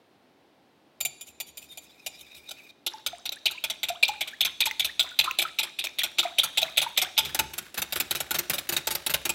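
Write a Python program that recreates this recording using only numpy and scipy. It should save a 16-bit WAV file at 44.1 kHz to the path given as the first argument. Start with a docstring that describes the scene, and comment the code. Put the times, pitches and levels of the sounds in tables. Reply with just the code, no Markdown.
"""A wire whisk beats cream in a glass bowl standing on a towel in a quiet, echoing kitchen.
It clinks in and stirs, wires skidding and the rim singing, then beats about five turns a second.
Each turn rattles on the near and far wall through glass and wire modes and folds in swarms of bubbles.
Near the end the bowl is tilted: the wires hit more freely ringing glass up to three times a turn.
Contacts are noise rattles through ringing bodies; bubbles are gliding, dying sines."""
import sys
import numpy as np
from scipy import signal
from scipy.fft import rfft, irfft
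from scipy.io import wavfile
from scipy.ndimage import uniform_filter1d

SR = 44100
rng = np.random.default_rng(int(sys.argv[2]) if len(sys.argv) > 2 else 0)


def int16_out(signal):
    """Quantize to a 16-bit WAV file."""
    q = np.round(np.clip(np.atleast_2d(signal).T, -1, 1) * 32767)
    wavfile.write(sys.argv[1], SR, q.astype(np.int16))


N = 411894
TIME = np.arange(N) / SR   # scene clock [s]
AGE = np.arange(SR // 5) / SR   # time since the start of one short sound [s]
MIDDLE_S = AGE.mean()   # centre of a sound that swells and fades

# Levels in the tables are relative: each layer adds its own gain.
# quiet kitchen air: (frequency [Hz], level [dB])
AIR_SPECTRUM = [(30, -68), (70, -18), (300, -3.5), (480, -9), (780, -9.5), (1200, -17.5), (3900, -22),
                (7000, -35.5), (16000, -38.5)]
AIR_DB = -62
# how the bowl is held: (time [s], cream on the wires [0-1], tilt [0-1])
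BOWL_POSE = [(0, 0, 0), (1.5, .1, 0), (2.1, .7, 0), (2.9, 1, 0), (7.18, 1, 0), (7.33, 1, 1)]
BEATING_FROM_S, FROTHY_BY_S = 2.8, 7.6

# the tick of one wire on glass: (frequency [Hz], level [dB])
TICK_SPECTRUM = [(100, -78), (400, 6), (700, 19.5), (1500, -28.5), (2600, 28), (4000, -5), (6000, 20.5),
                 (9000, -4.5), (13000, -4), (16000, 22)]
# glass bowl modes: (frequency [Hz], width [Hz], level [dB])
GLASS_MODES = [(349.6, 21.4, 7), (582, 102, -3.5), (776, 103, -0.5), (885, 33, 3), (1424, 84, -1.5),
               (2466, 35, 4), (2550, 234, 4), (3783, 186, 9.5), (4950, 120, -5.5), (7290, 66, -5.5),
               (7650, 235, 0), (11090, 1020, -0.5), (13640, 1270, 2)]
# bare wire loop modes: (frequency [Hz], width [Hz], level [dB])
WIRE_MODES = [(2450, 60, -4), (3130, 50, -3), (3410, 45, -1), (4600, 7, 1.5), (7080, 16, 11), (7380, 35, 1),
              (9080, 40, 0), (10320, 36, 3), (11930, 36, 3), (14250, 70, 1)]
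# bowl and worktop bumped through the towel: (frequency [Hz], width [Hz], level [dB])
WORKTOP_MODES = [(70, 10, 6), (138, 14, 2), (215, 35, -4), (385, 30, 1)]
# the rim singing under a sliding wire: (frequency [Hz], width [Hz], level [dB])
RIM_MODES = [(2430, 70, 8), (3720, 140, 7), (4980, 160, -4)]

# slow stirring, the wires tap the bowl: (time [s], strength [dB])
STIRRING_TAPS = [(1.0044, -21.5), (1.05, -20.5), (1.2102, -35), (1.4014, -27.5), (1.5716, -35),
                 (1.7736, -35.5), (2.063, -27.5), (2.489, -38), (2.509, -33.5)]
TAP_RING_DB = -4.5   # the rim's answer against the tap, before the layer gains
STIRRING_TO_S = 2.71
# the wires skid along the glass: (time [s], level [dB])
WIRE_SKIDS = [(1.284, -50), (1.482, -50.5), (1.634, -49.5), (1.719, -51.5), (1.835, -54.5), (2.206, -51.5),
              (2.374, -50)]
# a wire sticks and slips, and the rim sings one note: (time [s], level [dB], pitch [Hz])
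RIM_SQUEALS = [(1.72, -41.5, 3670), (2.34, -48.5, 3710)]

# beating, one row per turn of the wrist:
# (time [s], strength [dB], time to cross the bowl [s], far wall against near wall [dB])
WRIST_TURNS = [(2.864, -23, 0.071, -42), (3.063, -23, 0.03, -40), (3.255, -29, 0.065, -1.5),
               (3.4564, -20, 0.054, -12), (3.6392, -23.5, 0.06, 0), (3.831, -24, 0.054, 0),
               (4.027, -21.5, 0.053, -3), (4.2082, -26, 0.066, -7.5), (4.4066, -20.5, 0.042, -1.5),
               (4.6043, -21.5, 0.052, 0), (4.7958, -22.5, 0.05, 0), (4.9942, -20, 0.03, -17),
               (5.1894, -16.5, 0.051, -11), (5.3864, -22, 0.031, 0), (5.5874, -23, 0.043, -2.5),
               (5.788, -27, 0.052, 1), (5.986, -24.5, .048, 3), (6.1842, -20, 0.045, -11),
               (6.3836, -19.5, 0.05, -2), (6.573, -20, 0.044, -4.5), (6.7719, -17.5, 0.044, -5),
               (6.974, -18, 0.042, -1), (7.178, -17, 0.071, -13)]
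# cream thrown by a contact, against its clink: (time [s], level [dB])
CREAM_THROW = [(2.85, -3.5), (4.4, 4.5), (7.18, 2.5)]
LATER_SPLASH_DB = -5   # the far wall gets less of the cream
# small bubbles driven under by the wires: (frequency [Hz], level [dB])
FIZZ_SPECTRUM = [(1700, -75), (2400, 12.5), (2850, -7), (3500, 17.5), (4300, -1.5)]
# thick cream slapping about: (frequency [Hz], level [dB])
SLOSH_SPECTRUM = [(70, 1.5), (160, 4), (370, 2.5), (900, 0), (1500, 8.5), (3800, 3.5), (6000, -6),
                  (16000, -7)]
# cream churned between strokes: (time [s], level [dB])
CHURN_LEVEL = [(2.85, -55), (4.0, -50), (5.3, -44.5), (5.8, -52.5), (6.7, -41.5), (7.4, -47)]
# shallow bubbles gliding upward as they surface: (time [s], level [dB], middle pitch [Hz])
SURFACING_CHIRPS = [(3.371, -45, 1710), (3.468, -18, 2895), (3.583, -31.5, 2500), (3.958, -34.5, 3120),
                    (4.04, -24, 3500), (4.338, -35.5, 1740), (4.897, -37.5, 1820), (5.283, -26, 1284),
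                    (6.265, -31, 2276), (6.398, -13.5, 3440), (6.685, -37.5, 2210), (7.055, -37, 1550)]
# air pockets folded into the cream: (time [s], level [dB], pitch [Hz])
AIR_POCKETS = [(2.94, -30.5, 843), (3.132, -30.5, 682), (3.548, -41.5, 960), (3.901, -21.5, 675),
               (4.033, 1.5, 2240), (4.093, -21.5, 808), (4.671, -24.5, 852), (4.862, -46, 990),
               (5.117, -30.5, 1380), (5.275, -18.5, 1000), (5.453, -15, 1260), (6.232, -23.5, 1227),
               (6.253, -20, 680), (6.436, -19, 1273), (6.627, -23.5, 634), (6.865, -22.5, 892),
               (7.025, -27.5, 710)]
# bubbles bursting at the surface: (time [s], level [dB], pitch [Hz])
SURFACE_POPS = [(3.292, -18.5, 3900), (4.054, -20.5, 3660), (4.711, -19.5, 2060), (5.211, -17, 3440),
                (5.3106, -16.5, 2600), (5.87, -21, 2380), (6.018, -23, 1890), (6.63, -11.5, 3830)]

# the tilted bowl bumps on the towel: (time [s], level [dB])
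TOWEL_BUMPS = [(7.213, -43.5), (7.393, -48)]
# the wires knock on the wall of the tilted bowl: (time [s], strength [dB])
TILTED_KNOCKS = [(7.3464, -18), (7.3905, -14.5), (7.5351, -31), (7.5801, -24), (7.7429, -31.5),
                 (7.8183, -21), (7.9235, -21.5), (8.0003, -16), (8.109, -17), (8.2036, -20), (8.308, -19),
                 (8.3864, -17.5), (8.4975, -16), (8.5817, -23), (8.69, -19.5), (8.765, -15.5),
                 (8.8708, -18), (8.9506, -19.5), (9.0635, -18), (9.1385, -14.5), (9.2526, -19),
                 (9.2927, -18.5)]
# on a swing longer than this the wires graze the bottom, at this share of the way between two knocks
GRAZE_DB, GRAZE_SHARE, WIDE_SWING_S = -23, 0.43, 0.06
TILTED_SPLASH_DB = -27   # little cream is thrown once the bowl is tilted

# kitchen echo: (frequency [Hz], decay by 60 dB [s], level [dB])
KITCHEN_ECHO = [(198, 0.26, -3.5), (700, 0.46, -9.5), (1380, 0.21, -11.5), (3300, 0.72, -15.5),
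                (7060, 0.92, -15), (15800, 0.29, -32.5)]
CUTOFF_HZ = 15900


def from_db(db):
    """Decibels to gain."""
    return 10 ** (np.asarray(db) / 20)


def unit(x):
    """Scale to an energy of one."""
    return x / np.sqrt(np.sum(x ** 2) + 1e-20)


def levelled(x, size=256):
    """Scale so that the loudest few milliseconds have an rms of one."""
    return x / np.sqrt(uniform_filter1d(x ** 2, size).max() + 1e-20)


def at_hz(points, hz):
    """Read a spectrum on a log-frequency axis."""
    known, values = np.transpose(points)
    return np.interp(np.log(np.maximum(hz, 1)), np.log(known), values)


def curve(rows, s):
    """Read every column of a curve at the given times."""
    times, *columns = np.transpose(rows)
    return [np.interp(s, times, c) for c in columns]


def add(out, s, sound):
    """Mix a sound in at a time."""
    start = max(0, int(s * SR))
    part = out[start:start + len(sound)]
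    part += sound[:len(part)]


def through(x, response):
    """Pass a signal through an impulse response."""
    return signal.fftconvolve(x, response)[:len(x)]


def causal(spectrum):
    """Minimum-phase impulse response with this spectrum: its energy comes as early as possible."""
    db = at_hz(spectrum, np.fft.rfftfreq(len(AGE), 1 / SR))
    cepstrum = irfft(np.log(from_db(db)))
    half = len(cepstrum) // 2
    return unit(irfft(np.exp(rfft(2 * cepstrum[:half], 2 * half))))


def tones(modes):
    """One dying tone per mode; a wider mode dies sooner."""
    return np.array([
        (-1) ** k * from_db(db) * width * np.exp(-np.pi * width * AGE) * np.cos(2 * np.pi * hz * AGE)
        for k, (hz, width, db) in enumerate(modes)])


def ringing(modes):
    """Impulse response of a body: all its modes together."""
    return unit(tones(modes).sum(axis=0))


def wander(per_s):
    """Slow chance with a spread near one."""
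    return np.interp(TIME * per_s, np.arange(N), rng.standard_normal(N))


def short_noise():
    """White noise as long as one short sound."""
    return rng.standard_normal(len(AGE))


def grainy_noise(grit_db, clump_db, clumps_per_s):
    """Noise of uneven grains that gather in clumps, with an rms of one."""
    level_db = grit_db * rng.standard_normal(N) + clump_db * wander(clumps_per_s)
    return unit(rng.standard_normal(N) * from_db(level_db)) * np.sqrt(N)


def froth(s):
    """How much air has been beaten in, 0-1."""
    return np.interp(s, [BEATING_FROM_S, FROTHY_BY_S], [0, 1])


def room_air():
    """The quiet kitchen: steady noise in the colour of the room."""
    return from_db(AIR_DB) * through(rng.standard_normal(N), causal(AIR_SPECTRUM))


def contacts():
    """Meetings of wires and glass as sorted (time [s], clink [dB], splash [dB], glancing [0-1])."""
    rows = [(s, db, db + TAP_RING_DB, 0) for s, db in STIRRING_TAPS]
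    for s, db, cross_s, far_db in WRIST_TURNS:
        wet = db + curve(CREAM_THROW, s)[0]
        rows.append((s, db, wet, 0))
        rows.append((s + cross_s, db + far_db, wet + far_db + LATER_SPLASH_DB, 0))
    rows += [(s, db, db + TILTED_SPLASH_DB, 0) for s, db in TILTED_KNOCKS]
    for (near, _), (far, _) in zip(TILTED_KNOCKS[::2], TILTED_KNOCKS[1::2]):
        if far - near > WIDE_SWING_S:
            graze_at = near + GRAZE_SHARE * (far - near)
            rows.append((graze_at, GRAZE_DB, GRAZE_DB + TILTED_SPLASH_DB, 1))
    return sorted(rows)


def rattle(length, gap_s=.0033, tick_s=.0017, uneven_db=2.4, drag_db=-12, count=10):
    """The loops land one after another, each with a short gritty tick, and drag on between."""
    when = np.r_[0, np.cumsum(gap_s * rng.uniform(.4, 1.6, count - 1))]
    force = from_db(rng.normal(0, uneven_db, count)) / (1 + (when / length) ** 4)
    since = AGE - when[:, None]
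    ticks = force @ ((since >= 0) * np.exp(-np.abs(since) / tick_s))
    drag = from_db(drag_db) * np.exp(-AGE / length)
    return (ticks + drag) * short_noise()


def stroke_force(s, glancing, rattle_s=0.0083, thick_drag=0.95, graze_s=0.0017, cushion=1.0):
    """A rattle that thickening cream draws out and deep cream softens; a graze swells in."""
    coated, tilt = curve(BOWL_POSE, s)
    thickness = froth(s) * (1 - tilt) + (1 - coated) / 2
    force = rattle(rattle_s * (1 + glancing + thick_drag * thickness))
    if glancing:
        force = force * (1 - np.exp(-AGE / graze_s))
    # adding the previous sample dulls the treble
    return through(force, np.array([1, cushion * coated * (1 - tilt)]))


def jingle(width_hz=85, count=32):
    """Wet loops ring briefly, at pitches that depend on where they are touched."""
    pitches = np.geomspace(2200, 15500, count) * rng.uniform(.94, 1.06, count)
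    return ringing([(hz, width_hz, 0) for hz in pitches])


def struck_glass(partials, tilt, spread_db=4, towel_db=-10, freed_db=3):
    """Each blow excites the modes unevenly; the towel damps the lowest, tilting frees the low ones."""
    db = spread_db * rng.standard_normal(len(partials))
    db[0] += towel_db * (1 - tilt)
    db[:len(db) // 2 - 1] += freed_db * tilt
    return unit(from_db(db) @ partials)


def bare_loops(detune=0.0046, count=4):
    """Nearly alike loops bend anew at each touch, so every wire mode is a beating cluster."""
    return unit(sum(
        ringing([(hz * (1 + detune * rng.standard_normal()), width, db) for hz, width, db in WIRE_MODES])
        for _ in range(count)))


def stroke_body(tick, glass_tones, s, tick_db=-3, jingle_db=0.0, glass_db=1, bare_db=11):
    """What one stroke sets ringing: wire tick, wet loops, glass and any still bare wire."""
    coated, tilt = curve(BOWL_POSE, s)
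    body = from_db(tick_db) * tick + from_db(jingle_db) * jingle()
    body = body + from_db(glass_db) * struck_glass(glass_tones, tilt)
    if coated < 1:
        body = body + from_db(bare_db) * (1 - coated) * bare_loops()
    return body


def bubble(hz, t60, rise):
    """A bubble pinches off within a cycle, rings, and climbs in pitch as it nears the surface."""
    t = AGE[AGE < t60]
    swell = 1 - np.exp(-(hz * t) ** 2)
    return swell * from_db(-60 * t / t60) * np.sin(2 * np.pi * hz * t * (1 + rise * t / t60 / 2))


def splash(airy, linger_s=0.014, fade_s=0.024, cycles=60, rise=0.26, size_db=1.5,
           colour_octaves=0.043, sink_s=0.41, count=48):
    """A cloud of small bubbles, shallow ones chirping; froth damps, delays and lowers them."""
    out = np.zeros(len(AGE))
    colour = 2 ** (colour_octaves * rng.standard_normal())   # coarser or finer each time
    for k, (place, size, depth) in enumerate(rng.random((count, 3))):
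        hz = 1700 + 2600 * place
        delay = -linger_s * np.log(1 - k / count)
        climb = (rise + (1 - depth) ** 2) / (1 + 4 * airy)
        gain = from_db(at_hz(FIZZ_SPECTRUM, hz)) * np.exp(-delay / fade_s)
        gain = gain * from_db(-size_db * np.log(size))
        pitch = hz * colour * np.exp(-airy * delay / sink_s)
        add(out, delay * (1 + airy / 2), gain * bubble(pitch, cycles / hz / (1 + airy), climb))
    return out


def spatter(per_s=700, fade_s=0.0083):
    """Thick cream lands as a quick shower of separate blobs."""
    landing = rng.random(len(AGE)) < per_s / SR
    return landing * short_noise() * np.sqrt(AGE) * np.exp(-AGE / fade_s)


def strokes(tick, clink_db=-3, splash_db=-1, thud_db=-34, tilted_thud_db=4, rim_db=-5,
            slap_db=-12, scoop_db=6):
    """Each stroke rattles on the glass, bumps the worktop, and splashes the cream or rings the rim."""
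    out = np.zeros(N)
    worktop, rim, slosh = ringing(WORKTOP_MODES), ringing(RIM_MODES), causal(SLOSH_SPECTRUM)
    glass_tones = tones(GLASS_MODES)
    for s, clink, wet, glancing in contacts():
        tilt = curve(BOWL_POSE, s)[1]
        force = stroke_force(s, glancing)
        clinking = through(force, stroke_body(tick, glass_tones, s))
        add(out, s, from_db(clink + clink_db) * levelled(clinking))
        thud_level = from_db(clink + thud_db + tilted_thud_db * tilt)
        add(out, s, thud_level * levelled(through(force, worktop)))
        slap_level = tilt * from_db(clink + slap_db + scoop_db * glancing)
        add(out, s, slap_level * levelled(through(spatter(), slosh)))
        if s > BEATING_FROM_S:
            add(out, s, from_db(wet + splash_db) * levelled(splash(froth(s))))
        else:   # slow stirring traps no air: the rim rings instead
            add(out, s, from_db(wet + rim_db) * levelled(through(force, rim + tick)))
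    return out


def shimmer(force, count=9):
    """As the contact point travels, one set of wire pitches hands over to the next."""
    place = 12 * TIME + wander(12) / 2   # about twelve handovers a second
    return sum(through(force * np.maximum(0, 1 - np.abs((place - k) % count - 1)), jingle())
               for k in range(count))


def wavering(x, lag_s=.0005, per_s=35):
    """Changing pressure on the wires bends every note slightly."""
    return np.interp(TIME + lag_s * wander(per_s), TIME, x)


def squeals(swell_s=0.018, waver_hz=70, flutter_db=4, flutters_per_s=120):
    """The rim's note swells and fades, fluttering and wavering as cream washes up the glass."""
    out, t = np.zeros(N), AGE - MIDDLE_S
    for s, db, hz in RIM_SQUEALS:
        flutter = flutter_db * wander(flutters_per_s)[:len(t)]
        level = from_db(db + flutter) * np.exp(-(t / swell_s) ** 2)
        pitch = hz + waver_hz * wander(flutters_per_s)[:len(t)]
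        add(out, s - MIDDLE_S, level * np.sin(2 * np.pi * np.cumsum(pitch) / SR))
    return out


def sliding(tick, glass, steady_db=-62, skid_s=0.018, grit_db=5, slips_per_s=160, slip_db=3, tick_db=-6,
            rim_db=-3, sing_db=7.5, swells_per_s=30, rumble_db=-15, shimmer_db=-1):
    """Wires slip unevenly along the glass and keep the loops and the rim faintly ringing."""
    grit = grainy_noise(grit_db, slip_db, slips_per_s)
    touching = (TIME > STIRRING_TAPS[0][0]) * (TIME < STIRRING_TO_S)
    coated, _ = curve(BOWL_POSE, TIME)
    rub = grit * from_db(steady_db) * touching * coated
    skids = sum(from_db(db) * np.exp(-((TIME - s) / skid_s) ** 2) for s, db in WIRE_SKIDS)
    force = rub + grit * skids
    # each rim mode swells on its own
    singing = sum(through(rub * from_db(rim_db + mode[2] + sing_db * wander(swells_per_s)), ringing([mode]))
                  for mode in RIM_MODES)
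    body = glass / 2 + from_db(tick_db) * tick + from_db(rumble_db) * ringing(WORKTOP_MODES)
    scrape = through(force, body) + from_db(shimmer_db) * shimmer(force)
    bare = through(force * (1 - coated), bare_loops())
    return scrape + wavering(bare + singing + squeals())


def churn(level_db=3, upright_db=-7, settle_s=0.097, grit_db=5, clump_db=4, clumps_per_s=180):
    """Grainy slosh jumps up with each stroke and settles after it."""
    times = np.array(contacts())[:, 0]
    latest = np.maximum(np.searchsorted(times, TIME) - 1, 0)
    since = np.abs(TIME - times[latest])
    grains = grainy_noise(grit_db, clump_db, clumps_per_s)
    db = curve(CHURN_LEVEL, TIME)[0] + level_db + upright_db * (1 - curve(BOWL_POSE, TIME)[1])
    stirred = grains * from_db(db) * np.exp(-since / settle_s) * (TIME > BEATING_FROM_S)
    return through(stirred, causal(SLOSH_SPECTRUM))


def chirps(trail_s=0.023, trail_db=-9, trail_hz=3400, cycles=13, octaves=.19, flutter_db=3):
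    """A bubble swells, fades and climbs as the cream above it thins; one trails every turn."""
    out, t = np.zeros(N), AGE - MIDDLE_S
    trailing = [(s + trail_s, db + trail_db, trail_hz * (1 + rng.standard_normal() / 20))
                for s, db, _, _ in WRIST_TURNS]
    for s, db, hz in SURFACING_CHIRPS + trailing:
        life = t * hz / cycles
        flutter = flutter_db * wander(2 * hz / cycles)[:len(t)]
        level = from_db(db + flutter) * np.exp(-life ** 2)
        pitch = hz * 2 ** (2 * octaves * np.tanh(life / 2))
        add(out, s - MIDDLE_S, level * np.sin(2 * np.pi * np.cumsum(pitch) / SR))
    return out


def droplets(level_db=-37, froth_db=9, spread_db=5, after_s=0.038, lasts_s=0.1,
             low_hz=3000, high_hz=12000, cycles=22, count=6):
    """Bursting bubbles and falling drops: short rising ticks, sharper and louder as cream froths."""
    out = np.zeros(N)
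    for s, *_ in WRIST_TURNS + TILTED_KNOCKS[::2]:
        airy = froth(s)
        for (when, place), size in zip(rng.random((count, 2)), rng.standard_normal(count)):
            hz = low_hz * (high_hz / low_hz) ** place
            gain = from_db(level_db + froth_db * airy + spread_db * size)
            add(out, s + after_s + lasts_s * when, gain * bubble(hz, cycles / hz / (1 + airy) ** 2, rise=1))
    return out


def sips(level_db=-18, after_s=0.047, lasts_s=0.07, low_hz=1250, high_hz=3200, cycles=30, spread_db=4,
         stray_octaves=0.2, frothy_octaves=0.31, count=26):
    """The lifted whisk's furrow closes in ever smaller bubbles; froth makes them deeper and jumbled."""
    out = np.zeros(N)
    for s, db, _, _ in WRIST_TURNS:
        airy = froth(s)
        upright = 1 - curve(BOWL_POSE, s + after_s + lasts_s)[1]
        wet = db + curve(CREAM_THROW, s)[0] + LATER_SPLASH_DB
        lowest = low_hz / (1 + airy / 2)
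        for shut, (size, stray) in zip(rng.random(count), rng.standard_normal((count, 2))):
            jumble = 2 ** (stray * (stray_octaves + frothy_octaves * airy))
            hz = lowest * (high_hz / low_hz) ** shut * jumble
            gain = upright * (1 + airy ** 2) * from_db(wet + level_db + spread_db * size) * np.exp(-shut / 2)
            sip = bubble(hz, cycles / hz / (1 + airy / 2), rise=1 / (1 + airy))
            add(out, s + after_s + lasts_s * shut, gain * sip)
    return out


def plops(level_db=4, close_s=0.0021, sag=0.3, rise=0.00272, cycles=58, shut_cycles=30,
          hook=0.06, hook_db=-26):
    """A pocket closes, rings with a trembling, creeping note, and hooks upward as it is squeezed shut."""
    out = np.zeros(N)
    for s, db, hz in AIR_POCKETS:
        opening = np.exp(-AGE / close_s)
        life = AGE * hz   # in cycles
        squeeze = np.clip(life - shut_cycles, 0, shut_cycles)
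        pitch = hz * (1 + sag * opening + rise * life + hook * squeeze)
        phase = 2 * np.pi * np.cumsum(pitch) / SR
        ring = from_db(-60 * life * (1 + froth(s) / 2) / cycles)   # shorter in froth
        shut = squeeze / shut_cycles
        level = ring + from_db(hook_db) * np.sin(np.pi * shut) * (1 - shut)
        tremble_db = 2 * wander(hz / 2 / np.pi)[:len(AGE)]
        gain = from_db(db + level_db + tremble_db)
        add(out, s - close_s, gain * level * (1 - opening) ** 2 * np.sin(phase))
    return out


def entries(level_db=-14, ahead_s=0.01):
    """As the cream gains volume, each turn cuts into it just before the wires reach the glass."""
    out = np.zeros(N)
    for s, db, _, _ in WRIST_TURNS:
        depth = froth(s) ** 4 * (1 - curve(BOWL_POSE, s)[1])
        if depth > 0:
            gain = depth * from_db(db + curve(CREAM_THROW, s)[0] + level_db)
            add(out, s - ahead_s, gain * levelled(splash(froth(s))))
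    return out


def pops(tick, level_db=3, t60=0.017, snap_s=0.0028, snap_db=-5):
    """The film snaps and the opened cavity rings briefly."""
    out = np.zeros(N)
    for s, db, hz in SURFACE_POPS:
        add(out, s, from_db(db + level_db) * bubble(hz, t60, rise=0.04))
        snap = through(np.exp(-AGE / snap_s) * short_noise(), tick)
        add(out, s, from_db(db + snap_db) * snap)
    return out


def bumps(settle_s=0.077):
    """The tilted bowl rolls on the towel and rumbles into the worktop."""
    out = np.zeros(N)
    for s, db in TOWEL_BUMPS:
        rumble = through(np.exp(-AGE / settle_s) * short_noise(), ringing(WORKTOP_MODES))
        add(out, s, from_db(db) * levelled(rumble))
    return out


def kitchen(x, first_echo_s=0.0021, count=14):
    """Diffuse echoes: noise bands that each swell in and die at their own rate."""
    t, response = np.arange(SR) / SR, 0
    edges = np.geomspace(40, 17000, count + 1)
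    table = np.array(KITCHEN_ECHO)
    for low, high in zip(edges, edges[1:]):
        hz = np.sqrt(low * high)
        band_filter = signal.butter(2, [low, high], "band", fs=SR, output="sos")
        band = signal.sosfilt(band_filter, rng.standard_normal(SR))
        decay = from_db(-60 * t / at_hz(table[:, :2], hz))
        tail = unit(band * decay * (1 - np.exp(-(t / first_echo_s) ** 2)))
        response = response + tail * from_db(at_hz(table[:, ::2], hz)) * np.sqrt(2 * (high - low) / SR)
    return through(x, response)


def scene():
    """Whisk, cream and bowl in the quiet room."""
    tick, glass = causal(TICK_SPECTRUM), ringing(GLASS_MODES)
    cream = churn() + chirps() + droplets() + sips() + plops() + entries() + pops(tick)
    bowl = strokes(tick) + sliding(tick, glass) + bumps() + cream
    return (bowl + kitchen(bowl) + room_air())[None]


def record(dry):
    """The deepest bass below about 54 Hz is thinned away; the top is cut steeply."""
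    thinned = signal.sosfilt(signal.butter(6, 54, "high", fs=SR, output="sos"), dry)
    return signal.sosfilt(signal.ellip(10, .2, 80, CUTOFF_HZ, fs=SR, output="sos"), thinned)


dry = scene()
out = record(dry)
int16_out(out)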